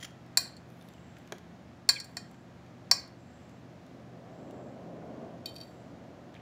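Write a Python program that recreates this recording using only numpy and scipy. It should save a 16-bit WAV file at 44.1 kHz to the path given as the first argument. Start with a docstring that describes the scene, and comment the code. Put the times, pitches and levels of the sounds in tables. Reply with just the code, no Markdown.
"""A steel fork turns sauced dumplings on a plate, close by, in a small humming kitchen where a faint
high whirr comes and goes. First the fork scrapes and clinks. Sticky sauce ticks and crackles as food
is lifted, and a dumpling drops back. Near 2 s the fork clinks and squeaks, and near 3 s it clinks again.
A dull rush swells, like a vehicle far outside. As it fades, the fork taps the rim and chatters along it.
One last smack of sauce ends the scene."""
import sys
import numpy as np
from scipy import signal
from scipy.fft import rfft, irfft, next_fast_len
from scipy.io import wavfile
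from scipy.ndimage import map_coordinates

SR = 44100
rng = np.random.default_rng(int(sys.argv[2]) if len(sys.argv) > 2 else 0)


def master_out(mix):
    """Clip the mix to full scale and print it as 16-bit PCM to the path in sys.argv[1]."""
    frames = np.transpose(np.atleast_2d(mix))
    ceiling = np.clip(frames, -1, 1)
    pcm = np.round(ceiling * 32767).astype(np.int16)
    wavfile.write(sys.argv[1], SR, pcm)


N = 282681


def amp(db):
    """Turn decibels into a gain."""
    return 10 ** (np.asarray(db) / 20)


def unit(x):
    """Scale x to an average (rms) level of 1."""
    return x / np.sqrt(np.mean(x ** 2) + 1e-20)


def struck(x):
    """Scale a hit so that its first 10 ms have an average level of 1."""
    return x / np.sqrt(np.mean(x[:SR // 100] ** 2) + 1e-20)


def along(points, hz):
    """Read between (pitch_hz, value) points, with octaves evenly spaced."""
    pitches, values = np.transpose(points)
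    return np.interp(np.log(hz + 1), np.log(pitches), values)


def wobble(rate):
    """A smooth random curve through rate values a second."""
    return map_coordinates(rng.standard_normal(int(N * rate / SR) + 4), [np.arange(N) * rate / SR])


def filtered(x, response):
    """Turn each frequency of x up or down by response(hz)."""
    size = next_fast_len(len(x) + 8192)
    return irfft(rfft(x, size) * response(np.fft.rfftfreq(size, 1 / SR)), size)[:len(x)]


def coloured(x, spectrum):
    """Give x a tone colour of (pitch_hz, level_db) points, at an average level of 1."""
    return unit(filtered(x, lambda hz: amp(along(spectrum, hz))))


def band(x, low_hz, high_hz):
    """Keep the part of x between two pitches."""
    return signal.sosfilt(signal.butter(4, (low_hz, high_hz), "bandpass", fs=SR, output="sos"), x)


def strokes(rows, attack_s, fade_s):
    """A gain that rises, holds and fades for each row. 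A fade_s is always the time to drop 60 dB."""
    t = np.arange(N) / SR
    return sum(amp(db - 60 * np.maximum(t - start - length, 0) / fade_s)
               * np.clip((t - start) / attack_s, 0, 1) for start, length, db in rows)


def add(track, start_s, sound):
    """Mix a sound into the track at start_s."""
    start = max(round(start_s * SR), 0)
    track[start:start + len(sound)] += sound[:N - start]


# how long the kitchen echoes: pitch_hz, fade_s
ECHO_FADES = [(200, .36), (1500, 0.5), (5000, 0.29), (9000, 0.25), (15000, .22)]
def in_kitchen(x, wet_db):
    """Add the echo of hard walls; its treble dies first."""
    hz, t, noise = signal.stft(rng.standard_normal(SR // 2), SR, nperseg=256)
    tail = signal.istft(noise * amp(-60 * t / along(ECHO_FADES, hz)[:, None]), SR, nperseg=256)[1]
    tail *= 1 - np.exp(-np.arange(len(tail)) / SR / .005)  # the first echoes take a moment
    return x + amp(wet_db) * signal.fftconvolve(x, tail / np.linalg.norm(tail))[:len(x)]


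# tone colour of the room's air: pitch_hz, level_db
AIR_COLOUR = [(20, -18.5), (48, -25), (60, -13.5), (75, 0), (130, -3), (250, 2.5), (410, -9), (700, -6.5),
              (900, -13.5), (1700, -17.5), (2400, -22.5), (7000, -33), (8700, -43), (15500, -47.5)]
# the notes an appliance hums: pitch_hz, level_db
HUM_NOTES = [(103, -68), (126, -60), (172, -59.5), (349, -69)]
def room():
    """Steady air noise, a wavering appliance hum and a thin whirr in regular spells."""
    t = np.arange(N) / SR
    air = amp(-53 + .37 * wobble(5)) * coloured(rng.standard_normal(N), AIR_COLOUR)
    hum = sum(amp(db + 2 * wobble(6)) * np.sqrt(2) * np.sin(2 * np.pi * hz * t + .55 * wobble(9))
              for hz, db in HUM_NOTES)
    spell_start_s, every_s, lasts_s = .835, 1.157, .46
    progress = np.minimum((t - spell_start_s) % every_s / lasts_s, 1)
    spells = 2 * np.sqrt(progress * (1 - progress))
    whirr = coloured(rng.standard_normal(N), [(6000, -60), (7200, -9), (7530, 0), (7850, -9), (9000, -60)])
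    return air + hum + amp(-77.5) * spells * whirr


# tone colour of the far rush: pitch_hz, level_db
RUSH_COLOUR = [(60, -22), (120, -1.5), (240, 4.5), (420, -1), (680, 2.5), (860, -11.5), (1100, -13.5),
               (1500, -24.5), (2500, -32.5), (6000, -61.5)]
def far_vehicle():
    """A rush dulled by the walls swells, holds and sinks to a lingering rumble."""
    t = np.arange(N) / SR
    near_s, leaves_s, near_db, linger_db = 4.5, 5.21, -47, -54.5
    rise_db_per_s, fall_db_per_s = 17.5, 13.5
    coming_db = near_db - rise_db_per_s * np.maximum(near_s - t, 0)
    going_db = np.maximum(near_db - fall_db_per_s * (t - leaves_s), linger_db)
    gain = amp(np.minimum(coming_db, going_db) + .8 * wobble(8))
    return gain * coloured(rng.standard_normal(N), RUSH_COLOUR)


def bubbles(rate, centre_hz, octaves, cycles, spread_db):
    """Tiny films burst, rate a second; each rings for a few cycles at its own pitch."""
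    when, pitch, size = rng.random((int(rate * N / SR), 3)).T[:, :, None]
    hz = np.minimum(centre_hz * 2 ** (octaves * (pitch - .5)), SR / 2)
    samples = np.arange(256)
    age = hz * samples / SR  # in cycles
    pops = amp(-spread_db * np.log(.04 + size)) * np.sin(2 * np.pi * age) * np.exp(-age / cycles)
    positions = (when * N).astype(int) + samples
    return unit(np.bincount(positions.ravel(), pops.ravel(), N)[:N])


def pop(colour, fade_s):
    """A short puff of noise that dies away."""
    t = np.arange(SR // 4) / SR
    return struck(coloured(rng.standard_normal(len(t)), colour) * amp(-60 * t / fade_s))


# tone colours of a fat smack, a tick and a thin snap: pitch_hz, level_db
SMACK_COLOUR = [(100, -39.5), (350, -4.5), (700, 0.5), (1100, -9), (1750, 2.5), (2500, -4.5), (3500, -15),
                (8000, -39.5)]
TICK_COLOUR = [(1500, -28), (3000, 3), (3700, 2), (5000, -4.5), (6500, -0.5), (8500, -17.5), (16000, -38)]
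SNAP_COLOUR = [(1000, -28), (4000, -8), (8000, -6), (10000, 0), (12000, -5), (15000, -1.5), (16000, -13)]
def smack(fineness):
    """A string of sauce breaks; the finer it is, the higher and shorter it sounds."""
    focus_db = 23.5  # how much a fat smack holds back the thin snap, and the reverse
    kinds = [pop(SMACK_COLOUR, .035), pop(TICK_COLOUR, .013), pop(SNAP_COLOUR, .012)]
    return sum(amp(-focus_db * (fineness - k / 2) ** 2) * kind for k, kind in enumerate(kinds))


# sauce strings breaking: start_s, level_db, fineness (0 fat smack, 0.5 tick, 1 thin snap)
SAUCE_STRINGS = [(.263, -73.5, .55), (.702, -70, .6), (.812, -68, .5), (.8248, -69, .9),
                 (.8872, -64.5, 0.79), (.937, -62.5, 0.21), (1.168, -58.5, 0), (1.185, -69, 0.84),
                 (1.275, -63, .3), (1.383, -61.5, 0.41), (2.3134, -69.5, .9), (2.344, -63, 0),
                 (2.664, -65, 0), (3.078, -69, .65), (3.4946, -71.5, .5), (3.865, -71, .5),
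                 (4.5095, -66.5, 0.57), (6.342, -59.5, 0.042)]
# air pockets popping: start_s, pitch_hz, level_db
AIR_POCKETS = [(.811, 3600, -64), (.886, 3700, -68), (.944, 3000, -65), (.981, 2850, -67)]
# a dumpling landing on the plate: start_s, thud_db, splat_db
DUMPLING_DROPS = [(1.3225, -41.5, -41.5)]
# tone colour of its thud: pitch_hz, level_db
THUD_COLOUR = [(80, -20), (220, -6), (400, 6), (650, 5), (900, -4), (1300, -25), (3000, -37)]
# food peeling off the sticky plate: start_s, length_s, level_db
FOOD_PEELS = [(.66, 0.23, -78), (1.15, .2, -85), (2.05, 0.1003, -81), (5.5, .16, -77)]
# food sliding through the sauce: start_s, length_s, level_db
FOOD_SLIDES = [(.76, .52, -70.5), (5.08, .08, -70.5), (6.33, 0.025, -56)]
def sauce():
    """Sticky food smacks, pops, thuds, crackles and squishes as it is turned."""
    out, t = np.zeros(N), np.arange(SR // 4) / SR
    for start_s, db, fineness in SAUCE_STRINGS:
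        add(out, start_s, amp(db) * smack(fineness))
    for start_s, hz, db in AIR_POCKETS:
        ping = np.sin(2 * np.pi * hz * t) * amp(-60 * t / .03) * (1 - np.exp(-t / .002))
        add(out, start_s, amp(db) * struck(ping))
    for start_s, thud_db, splat_db in DUMPLING_DROPS:
        thud = amp(thud_db) * pop(THUD_COLOUR, fade_s=.046)
        add(out, start_s, thud + amp(splat_db) * smack(fineness=.11))
    crackle = bubbles(rate=1200, centre_hz=11990, octaves=.74, cycles=6, spread_db=2.5)
    squish = bubbles(rate=700, centre_hz=2440, octaves=1.3, cycles=3, spread_db=4)
    out += strokes(FOOD_PEELS, attack_s=.042, fade_s=.6) * crackle
    out += strokes(FOOD_SLIDES, attack_s=.024, fade_s=.23) * squish
    return in_kitchen(out, wet_db=-13.5)


def grains(rate, spread_db):
    """Random clicks, rate a second, a few much larger than the rest."""
    clicks = (rng.random(N) < rate / SR) * rng.choice([-1, 1], N)
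    return clicks * amp(spread_db * np.minimum(rng.exponential(size=N), np.pi))


# the prongs dragging over the glaze: start_s, length_s, level_db
PRONG_DRAGS = [(0, 0.022, -52.5), (.025, .011, -41), (.043, .01, -39.5), (.105, .004, -60)]
# notes that ring under the drag, damped by the pressing prongs: pitch_hz, width_hz, level_db
SQUEAL_NOTES = [(1925, 130, -3), (2500, 110, -6), (3210, 110, 0), (4880, 110, -4), (5500, 110, -9),
                (5990, 120, -2), (7070, 70, -2), (8320, 90, -17), (9850, 100, -10), (11250, 120, -17),
                (14600, 250, -19)]
def scrape():
    """The prongs stick and slip on the glaze, which rasps and squeals."""
    def ringing(f):
        return sum((-1) ** k * amp(db) * 1j * f * width / (hz * hz - f * f + 1j * f * width)
                   for k, (hz, width, db) in enumerate(SQUEAL_NOTES))

    slips = strokes(PRONG_DRAGS, attack_s=.002, fade_s=.018) * unit(grains(rate=2500, spread_db=3))
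    squeal = unit(filtered(slips, ringing))
    rasp = coloured(slips, [(600, -14.5), (1800, 4.5), (6500, -1), (8500, -18), (15000, -14.5)])
    return in_kitchen(np.std(slips) * (amp(-3) * squeal + amp(-5.5) * rasp), wet_db=-13)


def squeak():
    """A prong skids over the glaze with a brief falling tone; a second prong squeaks higher."""
    start_s, length_s, level_db, first_hz, fall_hz_per_s = 1.958, .01, -37, 2460, 11000
    hz = np.clip(first_hz - fall_hz_per_s * (np.arange(N) / SR - start_s), first_hz / 2, first_hz)
    phase = 2 * np.pi * np.cumsum(hz) / SR + .6 * wobble(300)
    gain = strokes([(start_s, length_s, level_db)], attack_s=.0045, fade_s=.068)
    second_prong = amp(-9) * np.sin(1.4 * phase)
    return in_kitchen(gain * (np.sin(phase) + second_prong), wet_db=-18)


# tone colour of the crack when steel hits the plate: pitch_hz, level_db
CRACK_COLOUR = [(300, -7.5), (700, -3), (1050, -3.5), (1300, -12.5), (1700, 2.5), (2300, -3.5),
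                (3000, -8.5), (4200, -4), (8000, -1.5), (10300, -4), (11500, -12), (16000, -12.5)]
def clink(t, notes, crack_db, crack_fade_s, scatter_db, detune):
    """One hit: a crack and ringing notes, a little different with each grip and angle."""
    hz, db, fade_s = np.transpose(notes)[:, :, None]
    strength, pitch, phase = rng.standard_normal((3, len(hz), 1))
    tones = np.sin(2 * np.pi * hz * (1 + detune * pitch) * t + np.pi * phase)
    ring = amp(db + scatter_db * strength - 60 * t / fade_s) * tones
    crack = amp(crack_db - 60 * t / crack_fade_s) * coloured(rng.standard_normal(len(t)), CRACK_COLOUR)
    return (ring.sum(0) + crack) * (1 - np.exp(-t / .00035))


# the side of the fork taps the rim, then chatters along it: start_s, level_db
RIM_HITS = [(5.458, -36.5), (5.49, -63), (5.541, -62), (5.555, -56), (5.5621, -46.5), (5.582, -53),
            (5.602, -52), (5.6118, -46), (5.632, -56)]
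# the notes a rim tap rings with: pitch_hz, level_db, fade_s
RIM_NOTES = [(2475, -20.5, 0.16), (3130, -15.5, 0.26), (3650, -9.5, 0.034), (3890, -15.5, 0.2),
             (4420, -4.5, .035), (4510, 5.5, 0.039), (4740, -17, 0.027), (5500, -10, 0.044),
             (7150, -24, 0.13), (9170, -14, 0.031), (9300, -16, 0.032), (11350, -14, .04),
             (11700, -17, .06), (13000, -20, .04), (14400, -17, .05), (14200, -17, .06)]
def rim_chatter():
    """A free tap lets the rim ring; on weaker bounces the fork stays in touch and muffles it."""
    out, t = np.zeros(N), np.arange(SR // 2) / SR
    full_touch_db, pitch_rise = 15, .014  # a tap this much weaker stays in touch and rings higher
    first_treble_db, dull_db_per_s = -51.5, 75  # the treble dulls as the fork settles
    first_s, first_db = RIM_HITS[0]
    for start_s, db in RIM_HITS:
        touch = np.clip((first_db - db) / full_touch_db, 0, 1)
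        treble_db = first_treble_db + .45 * (db - first_db) - dull_db_per_s * (start_s - first_s)
        tap = clink(t * (1 + pitch_rise * touch), RIM_NOTES,
                    crack_db=-8.5, crack_fade_s=.021, scatter_db=1.5, detune=.0008)
        tap *= amp(-60 * touch * t / .046) * (1 - touch * np.exp(-t / .004))  # shorter and softer
        ring = amp(db) * struck(band(tap, 2000, 8000))
        treble = amp(treble_db) * struck(band(tap, 8000, 15800))
        add(out, start_s, in_kitchen(ring + treble, wet_db=-10.5))
    return out


# the notes fork and plate ring with together: pitch_hz, level_db, fade_s
FORK_NOTES = [(712, -14.5, .05), (1027, -17.5, .07), (1128, -19.5, 0.081), (1377, -26.5, .06),
              (1630, -16, 0.063), (1850, -13, 0.033), (2307, -17.5, .03), (2454, -16.5, 0.12),
              (3170, -27.5, 0.16), (3990, -12.5, 0.1), (4260, -2, .035), (4330, 2, 0.046), (4510, 1, .05),
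              (4820, -7.5, 0.054), (5127, -11, 0.032), (5320, -3, 0.033), (5380, -11.5, .08),
              (5580, -8.5, 0.099), (5700, -12, 0.044), (5970, -18.5, .05), (6470, -17, .03),
              (7100, -11, .08), (7400, -5, 0.055), (7470, -5, .05), (8000, -13.5, 0.041),
              (8250, -21.5, .07), (10100, -20.5, .03), (9836, -14, .045), (9950, -16.5, .04),
              (9700, -18.5, 0.078), (11250, -28, 0.045), (14400, -16.5, .03), (14300, -10, .04),
              (15030, -18.5, 0.034)]
# borders that sort those notes into seven bands, low to high: edge_hz
BAND_EDGES = [450, 1450, 2050, 3500, 4750, 6500, 8600, 15800]
# each band's share of an ordinary hit: level_db
BAND_LEVELS = [-16, -13.5, -16, -0.5, -6, -6, -12]
# the fork hitting the plate: start_s, level_db, hardness_db_per_octave, knock_db, main_db, upper_db
FORK_HITS = [(.372, -19.5, 2.1, 2.5, -0.5, -4.5), (0.566, -58.5, 0, 0, 2.5, -6),
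             (1.8894, -19.5, -.5, -3, 3, -.5), (1.9998, -42.5, 0, -2, -0.5, 2.5),
             (2.0432, -55.5, 4.5, 0, 4, -4), (2.168, -35.5, -3.5, -4, -4.5, 1.5),
             (2.912, -21.5, -0.45, 4.5, 1.5, 8.5)]
def fork_clinks():
    """A harder hit is brighter; the spot struck favours the plate's knock, the main or upper ring."""
    out, t = np.zeros(N), np.arange(SR // 2) / SR
    octaves = (np.log2(BAND_EDGES[:-1]) + np.log2(BAND_EDGES[1:])) / 2
    knock, main, upper = np.eye(len(octaves))[[0, 3, 4]]  # pick the bands near 1, 4.3 and 5.4 kHz
    for start_s, db, hardness, knock_db, main_db, upper_db in FORK_HITS:
        spot_db = knock_db * knock + main_db * main + upper_db * upper
        levels_db = db + np.array(BAND_LEVELS) + hardness * (octaves - octaves @ main) + spot_db
        hit = clink(t, FORK_NOTES, crack_db=-1, crack_fade_s=.025, scatter_db=1.2, detune=.0015)
        shaped = sum(gain * struck(band(hit, low, high))
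                     for gain, low, high in zip(amp(levels_db), BAND_EDGES, BAND_EDGES[1:]))
        add(out, start_s, in_kitchen(shaped, wet_db=-13))
    return out


def scene():
    """Everything heard from one spot above the plate."""
    return (fork_clinks() + rim_chatter() + squeak() + scrape() + sauce() + room() + far_vehicle())[None]


def record(dry):
    """Cut away the very highest treble."""
    top_hz = 15700
    return np.array([filtered(x, lambda hz: 1 / np.sqrt(1 + (hz / top_hz) ** 200)) for x in dry])


dry = scene()
out = record(dry)
master_out(out)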